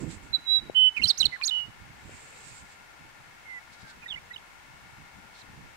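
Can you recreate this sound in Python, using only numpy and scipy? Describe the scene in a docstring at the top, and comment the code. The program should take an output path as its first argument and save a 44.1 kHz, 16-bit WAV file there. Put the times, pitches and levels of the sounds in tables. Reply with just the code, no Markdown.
"""A songbird close on the right sings four pure whistles and a fast, gurgling warble of chips and high
swoops, all tones from the membranes of its syrinx. A far bird answers; the field scatters both songs.
Light wind puffs on the two microphone ports and dry grass rustles. The hand-held camera whirs faintly
and is rubbed and bumped a few times."""
import sys
import numpy as np
from scipy import signal
from scipy.fft import rfft, irfft, next_fast_len
from scipy.io import wavfile
from scipy.ndimage import uniform_filter1d, map_coordinates

SR = 44100
rng = np.random.default_rng(int(sys.argv[2]) if len(sys.argv) > 2 else 0)


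def int16_out(signal):
    """Quantize to a 16-bit WAV file."""
    q = np.round(np.clip(np.atleast_2d(signal).T, -1, 1) * 32767)
    wavfile.write(sys.argv[1], SR, q.astype(np.int16))


N = 254016


def amp(db):
    """Decibels to gain."""
    return 10 ** (np.asarray(db) / 20)


def unit_rms(x):
    """Scale to rms 1."""
    return x / np.sqrt(np.mean(x ** 2) + 1e-20)


def log_interp(points, hz):
    """Read (f/Hz, value) points on a log frequency axis."""
    knots_hz, values = np.transpose(points)
    return np.interp(np.log(hz + 1), np.log(knots_hz + 1), values)


def wobble(rate_hz, size=N):
    """Smooth random curve with knots at rate_hz."""
    knots = rng.standard_normal(int(size * rate_hz / SR) + 4)
    return map_coordinates(knots, [np.arange(size) * rate_hz / SR], mode="mirror")


def filtered(x, response):
    """Apply a frequency response."""
    size = next_fast_len(N + 8192)
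    return irfft(rfft(x, size) * response(np.fft.rfftfreq(size, 1 / SR)), size)[..., :N]


def noise(density):
    """Noise with amplitude density(hz) per root Hz."""
    return filtered(rng.standard_normal(N) * np.sqrt(SR / 2), density)


def rush(spectrum):
    """Noise of rms 1, coloured by (f/Hz, level/dB) points."""
    return unit_rms(noise(lambda hz: amp(log_interp(spectrum, hz))))


def add(track, start_s, x):
    """Mix x into track at start_s."""
    part = track[..., max(round(start_s * SR), 0):][..., :x.shape[-1]]
    part += x[..., :part.shape[-1]]


def ramp(length_s):
    """Line from 0 to 1."""
    return np.linspace(0, 1, max(round(length_s * SR), 8))


def arch(progress):
    """Half-sine swell."""
    return np.sin(np.pi * progress)


# f/Hz, density/dB re 1 Hz
HISS_SPECTRUM = [(30, -86.5), (450, -92), (900, -91.5), (1700, -87), (2500, -92), (4000, -97),
                 (7500, -101.5), (10000, -106.5), (15000, -112)]


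def hiss():
    """Steady noise floor, independent per channel."""
    return np.array([noise(lambda hz: amp(log_interp(HISS_SPECTRUM, hz))) for _ in range(2)])


# f/Hz, nominal width/Hz, left density/dB re 1 Hz, right density/dB re 1 Hz
CASE_MODES = [(866, 304, -81.5, -114), (1408, 51, -75.5, -124), (1765, 190, -83.5, -106.5),
              (2169, 146, -79.5, -103.5), (2627, 210, -88.5, -99.5)]


def camera_whir():
    """Noise in the damped resonances of the case."""
    out = np.zeros((2, N))
    for mode_hz, width_hz, left_db, right_db in CASE_MODES:
        damping_hz = 1.315 * width_hz
        mode = lambda hz: 1j * hz * damping_hz / (mode_hz ** 2 - hz ** 2 + 1j * hz * damping_hz)
        out += amp([[left_db], [right_db]]) * noise(lambda hz: mode(hz) ** 2)
    return out


def friction(strokes, spectrum):
    """Soft, uneven swells of rubbing noise."""
    level = np.zeros((2, N))
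    for start_s, length_s, left_db, right_db in strokes:
        add(level, start_s, amp([[left_db], [right_db]]) * arch(ramp(length_s)))
    return level * np.array([rush(spectrum), rush(spectrum)]) * amp(3.8 * wobble(45))


# t/s, length/s, left/dB, right/dB
HAND_STROKES = [(0.69, 0.022, -46.5, -65), (1.77, 1, -54, -85)]
# f/Hz, relative level/dB
HAND_SPECTRUM = [(100, -29), (280, -22.5), (430, -3), (600, -7), (1000, -11), (2500, -5), (9000, -52.5)]


def hand_rub():
    """The hand shifts on the case."""
    return friction(HAND_STROKES, HAND_SPECTRUM)


# t/s, left envelope peak/dB, f/Hz, width/s
CASE_BUMPS = [(0.699, -18.5, 480, 0.001), (1.414, -20, 2400, 0.00023), (2.095, -33.5, 450, 0.00092)]


def camera_bumps(right_gain_db=-18):
    """Dead knocks on the left: the case is pushed once and swings back without ringing."""
    pops = np.zeros(N)
    for centre_s, db, hz, width_s in CASE_BUMPS:
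        t = np.arange(N) / SR - centre_s
        pops += amp(db) * np.exp(-(t / width_s) ** 2) * np.sin(2 * np.pi * hz * t)
    return pops * amp([[0], [right_gain_db]])


# one list per sway: t/s, level before pan/dB
STALK_SWAYS = [
    [(0.0, -51), (0.066, -64), (0.114, -48.5), (0.164, -57), (0.19, -73), (0.218, -76), (0.232, -63),
     (0.248, -62), (0.3, -71)],
    [(1.9, -81), (2.142, -57), (2.36, -59.5), (2.462, -53.5), (2.614, -57.5), (2.646, -71), (2.724, -60.5),
     (2.802, -83.5), (2.85, -72)],
]
# t/s, length/s, left/dB, right/dB
RUSTLE_STROKES = [(0.076, 0.087, -55, -59), (2.2, 0.55, -60, -74), (2.67, 0.11, -64.5, -58),
                  (3.696, .26, -57.5, -57.5), (5.32, .13, -58, -57)]
# both: f/Hz, relative level/dB
STALK_SPECTRUM = [(1000, -16.5), (2300, -2), (3300, -9), (4600, -6.5), (6000, -9), (7500, 4), (8300, -1.5),
                  (9500, -15), (14000, -36)]
RUSTLE_SPECTRUM = [(1500, -32), (3000, -6.5), (4000, 2.5), (5200, -3.5), (6300, -7.5), (7800, -8),
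                   (10000, -18.5), (15000, -37.5)]


def grass():
    """Dry stalks brush together: a thin hiss close on the right, softer rustles around."""
    level = np.zeros(N)
    for sway in STALK_SWAYS:
        times_s, db = np.transpose(sway)
        t = np.arange(times_s[0], times_s[-1], 1 / SR)
        add(level, times_s[0], amp(np.interp(t, times_s, db)) * signal.windows.tukey(len(t), 0.05))
    pan = amp([[-16], [6]])
    stalks = level * pan * np.array([rush(STALK_SPECTRUM), rush(STALK_SPECTRUM)])
    flicker = amp(0.92 * wobble(75))
    return stalks * flicker + friction(RUSTLE_STROKES, RUSTLE_SPECTRUM)


# both: f/Hz, relative level/dB
BREEZE_SPECTRUM = [(20, -14), (50, 0.5), (120, 2), (180, -1.5), (300, -13), (500, -28.5), (1200, -45),
                   (6000, -110)]
GUST_SPECTRUM = [(40, -19.5), (150, 0), (320, 0), (450, -9.5), (700, -24), (2000, -39), (8000, -100)]


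def buffet(force, crossover_db=-41.5, eddy_db=5.5):
    """Eddies push on one microphone port; stronger puffs reach higher in pitch."""
    gust_share = force / (force + amp(crossover_db))
    air = np.sqrt(1 - gust_share) * rush(BREEZE_SPECTRUM) + gust_share * rush(GUST_SPECTRUM)
    eddies = unit_rms(amp(eddy_db * np.tanh(wobble(55))))
    return force * air * eddies


# centre t/s, length/s, left/dB, right/dB
WIND_PUFFS = [ (0.032, .16, -57, -29.5), (0.245, 0.27, -66, -42.5), (0.636, 0.14, -65, -42),
              (1.033, 0.079, -59, -39.5), (1.244, 0.078, -69, -40), (1.676, 0.063, -68.5, -47.5),
              (2.004, 0.43, -62, -47.5), (2.501, 0.11, -59, -51.5), (2.63, .04, -72, -45),
              (3.046, .09, -74, -50), (3.257, 0.19, -70, -58.5), (3.71, 0.043, -51, -68),
              (3.842, 0.074, -47.5, -73), (3.996, 0.11, -58, -56), (4.172, .16, -58, -55.5),
              (4.773, 0.25, -57, -56.5), (4.994, 0.14, -62, -52), (5.202, 0.093, -47.5, -57),
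              (5.47, 0.088, -49, -62), (5.593, 0.17, -53, -46.5)]


def wind(breeze_db=(-69, -66), swing_db=2, leak_db=-19):
    """Puffs swell over a light breeze; each port feels a little of the other's eddies."""
    t = np.arange(N) / SR
    force = np.array([amp(db + swing_db * wobble(2.7)) for db in breeze_db])
    for centre_s, length_s, left_db, right_db in WIND_PUFFS:
        swell = 1 / (1 + (2 * (t - centre_s) / length_s) ** 4)
        force = np.maximum(force, amp([[left_db], [right_db]]) * swell)
    ports = np.array([buffet(port) for port in force])
    return ports + amp(leak_db) * ports[::-1]


# f/Hz, T60/s
FIELD_DECAY = [(500, 0.13), (3000, 0.45), (5000, 0.55), (10000, 0.021)]


def field_scatter(x):
    """Grass and ground scatter a short, diffuse tail."""
    hz, t, spectra = signal.stft(rng.standard_normal((2, SR // 2)), SR, nperseg=256)
    decay = amp(-60 * t / log_interp(FIELD_DECAY, hz)[:, None])
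    _, tail = signal.istft(spectra * decay, SR, nperseg=256)
    return signal.fftconvolve(x[None], tail / np.linalg.norm(tail[0]), axes=1)[:, :N]


def from_right(x, shadow_db, lag_ms):
    """The left port hears the sound later, its treble shaded by the camera body."""
    shade = lambda hz: amp(shadow_db * hz ** 2 / (hz ** 2 + 1500 ** 2))
    delay = lambda hz: np.exp(-2j * np.pi * hz * lag_ms / 1000)
    return np.array([filtered(x, lambda hz: shade(hz) * delay(hz)), x])


def syrinx(pitch_hz, overtones_db):
    """Nearly pure tone; overtones grow as the membrane tightens and fade in the top treble."""
    phase = 2 * np.pi * np.cumsum(pitch_hz) / SR
    tension = np.minimum(pitch_hz / 4000, 1) ** 2.5
    overtones = sum(amp(db) * np.sin(k * phase) / (1 + (k * pitch_hz / 12000) ** 12)
                    for k, db in enumerate(overtones_db, 2))
    return np.sqrt(2) * (np.sin(phase) + tension * overtones)


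def whistles(notes, sag=0.012, waver=0.002):
    """Clean sliding notes: pressure rises, holds and falls; low pressure flattens the pitch."""
    out = np.zeros(N)
    for start_s, length_s, hz, slide_hz_per_s, db, attack_s, release_s in notes:
        t = np.arange(round(length_s * SR)) / SR
        rise = np.sin(np.pi / 2 * np.minimum(t / attack_s, 1))
        fall = np.sin(np.pi / 2 * np.minimum((length_s - t) / release_s, 1))
        pressure = (rise * fall) ** 2
        bend = 1 - sag * (1 - pressure) + waver * wobble(120, len(t))
        pitch_hz = (hz + slide_hz_per_s * t) * bend
        level = pressure * amp(db + 0.34 * wobble(64, len(t)))
        add(out, start_s, level * syrinx(pitch_hz, overtones_db=(-45, -38, -46)))
    return out


def chips(rows):
    """Warble notes that glide straight between two pitches."""
    return [(start_s, first_hz + (last_hz - first_hz) * ramp(length_s), db, flutter)
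            for start_s, length_s, first_hz, last_hz, db, flutter in rows]


def warble(notes, flutter_hz, jitter, hoarse_db):
    """Quick slurred notes, some fluttering; a rough noise riding on the tones adds sidebands."""
    out = np.zeros(N)
    for start_s, glide_hz, db, flutter in notes:
        length_s = len(glide_hz) / SR
        progress = ramp(length_s)
        pitch_hz = glide_hz * (1 + jitter * wobble(700, len(progress)))
        dips = np.sin(np.pi * flutter_hz * length_s * (progress - 0.5)) ** 2
        level = amp(db) * arch(progress) * (1 - np.clip(flutter, 0, 1) * dips)
        purity_db = 0.45 * np.maximum(db + 27, 0)  # loudest notes are purest
        tone = syrinx(pitch_hz, overtones_db=(-16 - purity_db, -21 - purity_db, -27 - purity_db))
        add(out, start_s, level * tone)
    roughness = rush([(100, 0), (1200, -4), (3000, -7), (5500, -19), (9000, -50)])
    return out * (1 + amp(hoarse_db) * roughness)


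# t/s, length/s, f/Hz, slide/(Hz/s), level/dB, attack/s, release/s
ANSWER_WHISTLES = [(3.425, 0.175, 2186, -1350, -38, 0.11, 0.02),
                   (3.82, .16, 1653, -1150, -51.5, 0.04, 0.083)]
# t/s, length/s, first f/Hz, last f/Hz, level before low-pass/dB, flutter depth
ANSWER_CHIPS = [ (4.015, 0.043, 2540, 2340, -42, 0.5), (4.056, .02, 1900, 1910, -35, 0),
                (4.078, 0.027, 3700, 3640, -36, 0), (4.101, 0.018, 3530, 3250, -26.5, 0.5),
                (4.115, 0.0216, 3300, 2680, -27.5, .6), (4.138, 0.016, 3000, 2850, -31.5, 0),
                (4.156, 0.015, 2140, 1980, -35, 0.1), (4.171, 0.019, 2260, 2280, -37.5, 0),
                (4.305, 0.022, 1890, 1990, -36, 0), (4.332, 0.022, 3890, 3750, -38.5, 0),
                (4.359, 0.012, 3000, 2860, -32.5, 0), (4.374, 0.014, 3900, 2970, -43, 0.9),
                (5.335, 0.041, 4400, 4100, -52, 0.7), (5.414, .009, 4700, 3400, -42, .2)]


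def far_bird(cutoff_hz=4800):
    """Two falling whistles, then chips; distance takes off the overtones."""
    song = whistles(ANSWER_WHISTLES)
    song += warble(chips(ANSWER_CHIPS), flutter_hz=194, jitter=0.011, hoarse_db=-42)
    return filtered(song, lambda hz: 1 / (1 + (hz / cutoff_hz) ** 7))


# f/Hz, relative level/dB
RASP_SPECTRUM = [(2000, -22), (4500, -1), (6500, 0), (8500, -6), (12000, -13), (15000, -34)]


def rasp(voice):
    """A faint, high fizz that follows the warble's high notes."""
    treble = filtered(voice, lambda hz: hz ** 8 / (hz ** 8 + 3000 ** 8))
    envelope = np.abs(uniform_filter1d(treble ** 2, size=180)) ** 0.35
    return amp(-32 + 3 * wobble(300)) * envelope * rush(RASP_SPECTRUM)


# t/s, rise/s, fall/s, top f/Hz, level before thinning/dB
SONG_SWOOPS = [(1.074, .009, 0.023, 5475, -11), (1.171, 0.016, 0.021, 6530, -20),
               (1.443, .021, .022, 6900, -15.5)]


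def swoops(foot_hz=2504, thinning_db=6.5, tremor_db=2, flutter=0.56):
    """Trembling warble notes that shoot up from one pitch, weaken at the top and drop back."""
    notes = []
    for start_s, rise_s, fall_s, top_hz, db in SONG_SWOOPS:
        height = 1 - np.concatenate([1 - ramp(rise_s), ramp(fall_s)]) ** 2
        glide_hz = foot_hz + (top_hz - foot_hz) * height
        level_db = db - thinning_db * height + tremor_db * wobble(352, len(height))
        notes.append((start_s, glide_hz, level_db, flutter))
    return notes


# t/s, length/s, f/Hz, slide/(Hz/s), level/dB, attack/s, release/s
SONG_WHISTLES = [ (.326, 0.053, 4086, -4000, -15, 0.026, 0.039),
                 (.448, .16, 3915, -85.5, -16.5, 0.085, 0.045), (.742, 0.16, 3043, -280, -14, 0.032, 0.024),
                 (1.505, .18, 2970, -340, -23, 0.0085, .14)]
# t/s, length/s, first f/Hz, last f/Hz, level/dB, flutter depth
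SONG_CHIPS = [ (.963, 0.027, 2654, 2304, -18, 0.77), (.988, 0.025, 2230, 2090, -28, 0.2),
              (1.014, .026, 2663, 2930, -18, 0.8), (1.034, .018, 4275, 4080, -11, 0.2),
              (1.052, 0.0085, 4540, 3830, -17, 0.08), (1.055, 0.015, 3163, 3070, -23, 0),
              (1.068, .012, 4900, 4440, -26, .1), (1.096, .022, 4620, 3636, -9.5, .65),
              (1.199, 0.027, 4285, 3640, -11, .5), (1.226, .012, 2976, 2940, -17, 0.05),
              (1.237, .015, 3160, 2770, -20, 1.1), (1.252, .012, 4580, 4040, -9.5, 0.3),
              (1.264, .006, 4400, 3334, -15.5, 0.08), (1.317, 0.044, 2070, 1970, -28, 0.34),
              (1.356, 0.014, 2060, 1270, -36, 0.06), (1.393, .03, 1000, 1160, -42.5, 0.05),
              (1.415, .02, 2397, 2466, -24.5, 0.4), (1.432, 0.017, 4580, 4080, -20.5, 0.08),
              (1.474, 0.014, 4670, 3930, -21, 0.4), (1.487, 0.016, 3944, 3540, -22, .1)]


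def near_bird():
    """Three whistles, a slightly hoarse warble and a closing whistle."""
    gurgle = warble(chips(SONG_CHIPS) + swoops(), flutter_hz=224.5, jitter=0.016, hoarse_db=-26)
    return whistles(SONG_WHISTLES) + gurgle + rasp(gurgle)


def scene():
    """Two birds and their scatter over wind, grass, hiss and camera sounds."""
    near, far = near_bird(), far_bird()
    direct = from_right(near, shadow_db=-23.5, lag_ms=0.15) + from_right(far, shadow_db=-15, lag_ms=0.2)
    scatter = amp([[-34], [-28.5]]) * field_scatter(near + amp(-4) * far)
    return direct + scatter + wind() + grass() + hiss() + camera_whir() + camera_bumps() + hand_rub()


def record(dry, band_limit_hz=15740):
    """The camera keeps nothing above its band limit."""
    return filtered(dry, lambda hz: hz < band_limit_hz)


dry = scene()
out = record(dry)
int16_out(out)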